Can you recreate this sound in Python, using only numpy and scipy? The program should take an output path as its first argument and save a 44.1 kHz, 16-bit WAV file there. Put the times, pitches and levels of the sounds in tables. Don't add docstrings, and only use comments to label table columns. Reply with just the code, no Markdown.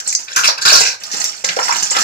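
import sys
import numpy as np
from scipy import signal
from scipy.fft import rfft, irfft
from scipy.io import wavfile

SR = 44100
rng = np.random.default_rng(int(sys.argv[2]) if len(sys.argv) > 2 else 0)


def wav_out(sig):
    wavfile.write(sys.argv[1], SR, np.round(np.clip(np.atleast_2d(sig).T, -1, 1) * 32767).astype(np.int16))


N = 89567
T = np.arange(N) / SR
SIZE = 2 ** 18
HZ = np.maximum(np.arange(SIZE // 2 + 1) * SR / SIZE, 1)

# frequency in Hz, level in dB.
HUSH_COLOUR = [(30, 4), (70, 15), (115, 33), (170, 7), (500, 31.5), (2000, 22.5), (15000, -90)]
HUSH_DB = -55
# frequency in Hz, level in dB.
MICROPHONE = [(100, 3), (6900, -1.5), (7700, -2), (8200, -15.5), (9000, -7.5), (15000, -12.5)]
CLIP_LEVEL = 0.93
CUTOFF_HZ = 15600

ROOM_T60_S, ROOM_TREBLE_T60_S = 0.28, 0.21
FIRST_ECHO_S, NEAR_WALL_S = 0.0009, 0.0047
# frequency in Hz, level in dB.
SCATTER = [(100, 4.5), (300, 3), (800, 4), (2000, 4.5), (3400, -4.5), (4300, 13.5), (12000, 10.5)]
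# frequency in Hz, difference in dB.
TEAR_BALANCE = [(100, 3), (500, 3.5), (1200, 5), (2400, -0.5), (3500, 0.5), (4800, -5), (7000, -2),
                (9000, 3.5)]
RUB_BALANCE = [(100, -1), (500, -2), (1100, -2), (2400, -2), (3300, -3.5), (4300, -11), (7000, -10.5),
               (9000, 0.5)]
SNAP_BALANCE = [(2400, 2), (4300, -4), (6000, -1.5), (7200, -4), (9000, 5.5)]

# start in seconds, level in dB.
TINKS = [(1.033, -42), (1.2411, -15.5)]
# frequency in Hz, level in dB, time to fall 60 dB in seconds.
STEEL = [(5531, -5, .35), (5839, -8, .28), (6107, 0, .22), (7542, -4, .18)]

# time in seconds, crackle level in dB, body level in dB.
RUBS = [
    [(0.0, -66, -32), (0.04, -31, -49.5), (0.075, -26, -39.5), (0.136, -22, -48), (0.165, -42, -62),
     (0.2, -29.5, -38), (0.27, -37.5, -63)],
    [(1.0, -31.5, -41), (1.082, -29, -40.5), (1.216, -20.5, -32.5), (1.43, -37, -49.5)],
    [(1.44, -18.5, -38.5), (1.506, -24.5, -28.5), (1.555, -27.5, -42), (1.628, -20.5, -32.5),
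     (1.714, -18.5, -29), (1.9, -22, -36), (1.975, -20.5, -30), (2.03, -17, -28)],
]
# frequency in Hz, level in dB.
RUB_CRACKLE = [(2500, -15.5), (3500, -11.5), (4300, 4.5), (5500, 9.5), (7200, 6), (8000, 9), (10000, -1.5),
               (15000, -1)]
RUB_BODY = [(40, -57), (80, -8), (125, -10.5), (200, -1), (350, -5.5), (520, -4.5), (750, 8), (1100, -1),
            (1550, 9), (1900, 2.5), (2500, 4.5), (3300, 5), (5000, -27)]

# start in seconds, level in dB, pitch in Hz, width in Hz,
# crumble fade time in seconds, broadband crack in dB against the ring.
KNOCKS = [(1.138, -41, 224, 220, 0.028, -5), (1.144, -34, 860, 900, 0.003, 12),
          (1.440, -36, 775, 800, 0.0022, -4), (1.444, -24.5, 1720, 1700, 0.0036, 9.5),
          (1.489, -42, 159, 80, 0.00085, -34), (1.489, -23.5, 2260, 2200, 0.013, -18),
          (1.568, -25.5, 685, 1210, 0.00072, 2), (1.5895, -19.5, 1020, 1380, 0.0017, -7.5),
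          (1.682, -25, 1270, 910, 0.0037, -25), (1.712, -25.5, 1250, 1200, 0.0099, -15),
          (1.724, -26.5, 2050, 1100, 0.0058, -27), (1.915, -28, 980, 1290, 0.0064, 9),
          (1.950, -24.5, 1420, 1230, 0.0089, 0), (1.966, -18.5, 1240, 1910, 0.0029, 2)]
# frequency in Hz, level in dB.
BOARD_TONES = [(510, 7.5), (720, -4), (960, -5), (1340, 1.5), (1600, 2.5), (2020, -4)]
BOARD_WIDTH_HZ, CONTACT_DB = 88, -4
JUDDER_S, JUDDER_DB, JUDDER_HZ = 1.6925, 7, 928
JUDDER_SAG, JUDDER_DECAY_S = 0.11, 0.0035

# start in seconds, level in dB, pitch in Hz, width in Hz,
# crumble fade time in seconds, broadband crack in dB against the ring.
SNAPS = [(0.001, -28, 6300, 2070, 0.0017, -6.5), (0.0745, -19, 7630, 1040, 0.0068, -25),
         (0.089, -24, 6150, 2100, 0.0071, -44), (0.101, -26, 5900, 1000, 0.001, -27),
         (0.126, -24, 7550, 2480, 0.0036, -7), (0.1498, -15.5, 6050, 1200, 0.00053, -40),
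         (0.3615, -14, 6220, 2180, 0.031, 1), (0.483, -20.5, 4380, 900, 0.018, -25),
         (0.620, -28.5, 4750, 1800, 0.0045, -29), (0.652, -20, 4600, 2500, 0.0038, -15),
         (0.802, -18, 6800, 900, 0.0057, -15), (0.855, -20, 5700, 2500, 0.018, -16),
         (1.035, -30, 5340, 2000, 0.0051, -1), (1.116, -23, 5780, 2270, 0.035, -9),
         (1.200, -25, 7450, 1470, 0.0031, -28), (1.2405, -20.5, 6440, 1580, 0.0063, 0),
         (1.445, -20, 6060, 2260, 0.0017, -20), (1.489, -24.5, 4200, 2300, 0.0023, -24),
         (1.635, -28, 5550, 2000, 0.0036, -7), (1.829, -18.5, 6330, 1300, 0.011, -23),
         (1.907, -18, 7250, 600, 0.015, -29), (1.967, -26.5, 4500, 3000, 0.0091, -16),
         (1.994, -25.5, 6300, 2200, 0.0035, -4), (2.006, -20.5, 5550, 2500, 0.01, -22)]
# start in seconds, level in dB, pitch in Hz, width in Hz,
# crumble fade time in seconds, broadband crack in dB against the ring.
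CRACKS = [(0.125, -38, 2130, 700, 0.003, -8), (0.28, -39.5, 2050, 1010, 0.0083, -20),
          (0.363, -22, 1220, 905, 0.012, -38), (0.442, -16.5, 2520, 500, 0.025, 5.5),
          (0.485, -22, 950, 920, 0.0075, 1), (0.652, -17.5, 1500, 300, 0.039, -5),
          (0.72, -24.5, 610, 300, 0.028, -31)]
CRUMBLE_DB, CRUMBLE_RISE_S = 9, 0.0011
CRACK_LOW_CUT_SHARE = 0.71

# time in seconds, crackle level in dB, body level in dB.
PULLS = [
    [(0.27, -62, -48), (0.28, -30.5, -34.5), (0.31, -27.5, -29), (0.35, -34, -40), (0.366, -27, -12.5),
     (0.422, -23, -26.5), (0.44, -13, -16), (0.482, -12.5, -20.5), (0.57, -96, -49), (0.58, -18, -29),
     (0.6, -65, -25)],
    [(0.6, -49, -54), (0.61, -30, -62), (0.62, -16.5, -22), (0.642, -26, -35.5), (0.658, -8.5, -12.5),
     (0.8, -6, -14.5), (0.848, -22, -20), (0.854, -16, -17), (0.954, -30, -36.5), (0.98, -64, -75),
     (1.0, -45, -50)],
]
# frequency in Hz, level in dB.
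TEAR_CRACKLE = [(2800, -22.5), (3600, -3.5), (4300, 1.5), (5200, 4), (6900, 2), (7700, -2), (10000, -10),
                (15000, -10)]
TEAR_BODY = [(40, -32.5), (150, -13.5), (380, -10.5), (650, -6), (1000, -0.5), (1300, -9), (1600, 11.5),
             (1900, -7.5), (2500, 3), (3200, -4), (4500, -27)]
# time in seconds, frequency in Hz.
FLEX = [(0.37, 1540), (0.5, 1020), (0.66, 1400), (0.72, 1000), (0.76, 1630), (0.81, 1940), (0.95, 2360)]
FLEX_DB, FLEX_WIDTH_HZ = -7, 700


def from_db(db):
    return 10 ** (np.asarray(db) / 20)


def rms_one(x):
    return x / np.sqrt(np.mean(x ** 2) + 1e-20)


def at_hz(points):
    hz, value = np.transpose(points)
    return np.interp(np.log(HZ), np.log(hz), value)


def colour(x, points):
    cepstrum = irfft(np.log(from_db(at_hz(points))))
    cepstrum[1:SIZE // 2] *= 2
    cepstrum[SIZE // 2 + 1:] = 0
    response = np.exp(rfft(cepstrum))
    return irfft(rfft(x, SIZE) * response)[..., :N]


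def high_pass(x, hz, order):
    return signal.sosfilt(signal.butter(order, hz, "high", fs=SR, output="sos"), x)


def resonator(hz, width):
    r = np.exp(-np.pi * width / SR)
    top = np.array([1, 0, -1]) * (1 - r * r) / 2
    poles = [1, -2 * r * np.cos(2 * np.pi * hz / SR), r * r]
    return top, poles


def resonate(x, hz, width):
    top, poles = resonator(hz, width)
    return signal.lfilter(top, poles, x + 1e-18)


def glide(x, hz, width):
    out, state = np.zeros(N), np.zeros(2)
    for i in range(0, N, 128):
        block = slice(i, i + 128)
        top, poles = resonator(hz[i], width)
        out[block], state = signal.lfilter(top, poles, x[block], zi=state)
    return out


def fractures(per_s, spread_db):
    size = from_db(spread_db * np.minimum(rng.exponential(1, N), 3.5))
    sign = rng.choice([-1, 1], N)
    breaks = rng.random(N) < per_s / SR
    return rms_one(size * sign * breaks)


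def chips(per_s, spread_db, sharpness):
    clicks = fractures(per_s, spread_db)
    dealt = rng.integers(0, 24, N)
    pitches = np.geomspace(450, 8000, 24)
    return rms_one(sum(resonate(clicks * (dealt == k), hz, hz / sharpness) for k, hz in enumerate(pitches)))


def slips(per_s, depth_db, relax_s):
    kicks = (rng.random(N) < per_s / SR) * rng.uniform(0.13, 1, N)
    keep = np.exp(-1 / (relax_s * SR))
    surge = signal.lfilter([1], [1, -keep], kicks + 1e-18)
    return rms_one(from_db(depth_db * np.tanh(surge)))


def stroke_gain(strokes, column):
    gain = np.zeros(N)
    for stroke in strokes:
        rows = np.array(stroke)
        active = (T >= rows[0, 0]) * (T < rows[-1, 0])
        gain += from_db(np.interp(T, rows[:, 0], rows[:, column])) * active
    return gain


def friction(strokes, crackle, body, grains, crackle_db, body_db):
    direct = from_db(crackle_db) * stroke_gain(strokes, 1) * rms_one(colour(grains, crackle))
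    through_board = from_db(body_db) * stroke_gain(strokes, 2) * rms_one(colour(grains, body))
    return direct + through_board


def blows(rows, crumble_db=CRUMBLE_DB):
    out = np.zeros(N + SR)
    t = T[:SR // 10]
    for s, db, hz, width, crumble_s, crack_db in rows:
        fade = np.exp(-t / crumble_s) * (1 - np.exp(-t / CRUMBLE_RISE_S))
        crumbs = rng.standard_normal(len(t)) * (rng.random(len(t)) < 3000 / SR) * fade
        force = from_db(crumble_db) * rms_one(crumbs) / np.sqrt(len(t))
        force[0] = 1
        ring = resonate(resonate(force, hz, width), hz, hz / 2)
        crack = high_pass(resonate(force, hz, hz * 2), hz * CRACK_LOW_CUT_SHARE, 1)
        sound = rms_one(ring) + from_db(crack_db) * rms_one(crack)
        start = max(int(s * SR), 0)
        out[start:start + len(t)] += from_db(db) * rms_one(sound)
    return out[:N]


def bare_room(near_wall_db):
    noise = rng.standard_normal((2, N))
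    scattered = noise * (1 + from_db(near_wall_db) * np.exp(-T / NEAR_WALL_S))
    low = signal.sosfilt(signal.butter(2, 2500, fs=SR, output="sos"), noise)
    high = high_pass(scattered, 2500, 2)
    low_tail = low * from_db(-60 * T / ROOM_T60_S)
    high_tail = high * from_db(-60 * T / ROOM_TREBLE_T60_S)
    tail = (low_tail - high_tail) * (T > FIRST_ECHO_S)
    return rms_one(tail) / np.sqrt(N)


def place(x, room, balance, wet_db, lag_s):
    direct = np.array([np.ones(len(HZ)), np.exp(-2j * np.pi * HZ * lag_s)])
    wet = from_db(wet_db + at_hz(SCATTER))
    path = (direct + wet * rfft(room, SIZE)) / np.sqrt(1 + wet ** 2)
    sides = from_db(at_hz(balance) * np.array([[0.5], [-0.5]]))
    return irfft(rfft(x, SIZE) * path * sides)[:, :N]


def background_hush():
    return from_db(HUSH_DB) * rms_one(colour(rng.standard_normal((2, N)), HUSH_COLOUR))


def tinks():
    out = np.zeros(N)
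    for s, db in TINKS:
        age = np.maximum(T - s, 0)
        for hz, tone_db, t60 in STEEL:
            out += from_db(db + tone_db - 60 * age / t60) * np.sin(2 * np.pi * hz * age)
    return out


def rubbing():
    grit = fractures(per_s=3000, spread_db=-2) * slips(per_s=23, depth_db=18.0, relax_s=0.0044)
    grains = rms_one(grit + from_db(-4.5) * chips(per_s=1100, spread_db=5.5, sharpness=25.5))
    return friction(RUBS, RUB_CRACKLE, RUB_BODY, grains, crackle_db=0, body_db=6.0)


def judder():
    age = np.maximum(T - JUDDER_S, 0)
    decay = np.exp(-age / JUDDER_DECAY_S)
    hz = JUDDER_HZ * (1 + JUDDER_SAG * decay)
    swell = (1 - np.exp(-age / CRUMBLE_RISE_S)) * decay
    phase = 2 * np.pi * np.cumsum(hz * (age > 0)) / SR
    return from_db(JUDDER_DB) * swell * np.sin(phase)


def knocking():
    contact = blows(KNOCKS, crumble_db=-2.5)
    board = sum(from_db(db) * resonate(contact, hz, BOARD_WIDTH_HZ) for hz, db in BOARD_TONES)
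    return from_db(CONTACT_DB) * contact + board + judder()


def glue_snaps():
    return blows(SNAPS)


def board_cracks():
    return blows(CRACKS)


def tearing():
    cells = fractures(per_s=3500, spread_db=0.5) * slips(per_s=160, depth_db=11.5, relax_s=0.0039)
    grains = rms_one(cells + from_db(-3) * chips(per_s=800, spread_db=6, sharpness=12.2))
    centre = np.interp(T, *np.transpose(FLEX))
    bent_board = glide(glide(grains, centre, FLEX_WIDTH_HZ), centre, FLEX_WIDTH_HZ)
    flex = from_db(FLEX_DB) * stroke_gain(PULLS, 2) * rms_one(bent_board)
    return friction(PULLS, TEAR_CRACKLE, TEAR_BODY, grains, crackle_db=2.5, body_db=0) + flex


def scene():
    steel = place(tinks(), bare_room(near_wall_db=16), SNAP_BALANCE, wet_db=0, lag_s=0.000515)
    rubs = place(rubbing(), bare_room(near_wall_db=11.5), RUB_BALANCE, wet_db=-3, lag_s=0.00043)
    knocks = place(knocking(), bare_room(near_wall_db=12.5), RUB_BALANCE, wet_db=1.5, lag_s=0.00038)
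    snaps = place(glue_snaps(), bare_room(near_wall_db=7.5), SNAP_BALANCE, wet_db=-11, lag_s=0.000472)
    torn_board = tearing() + board_cracks()
    tear = place(torn_board, bare_room(near_wall_db=9.0), TEAR_BALANCE, wet_db=-1, lag_s=0.000427)
    return background_hush() + steel + rubs + knocks + snaps + tear


def record(dry):
    clipped = np.clip(colour(dry, MICROPHONE), -CLIP_LEVEL, CLIP_LEVEL)
    top_cut = signal.ellip(10, 0.1, 70, CUTOFF_HZ, fs=SR, output="sos")
    return signal.sosfilt(top_cut, clipped)


dry = scene()
out = record(dry)
wav_out(out)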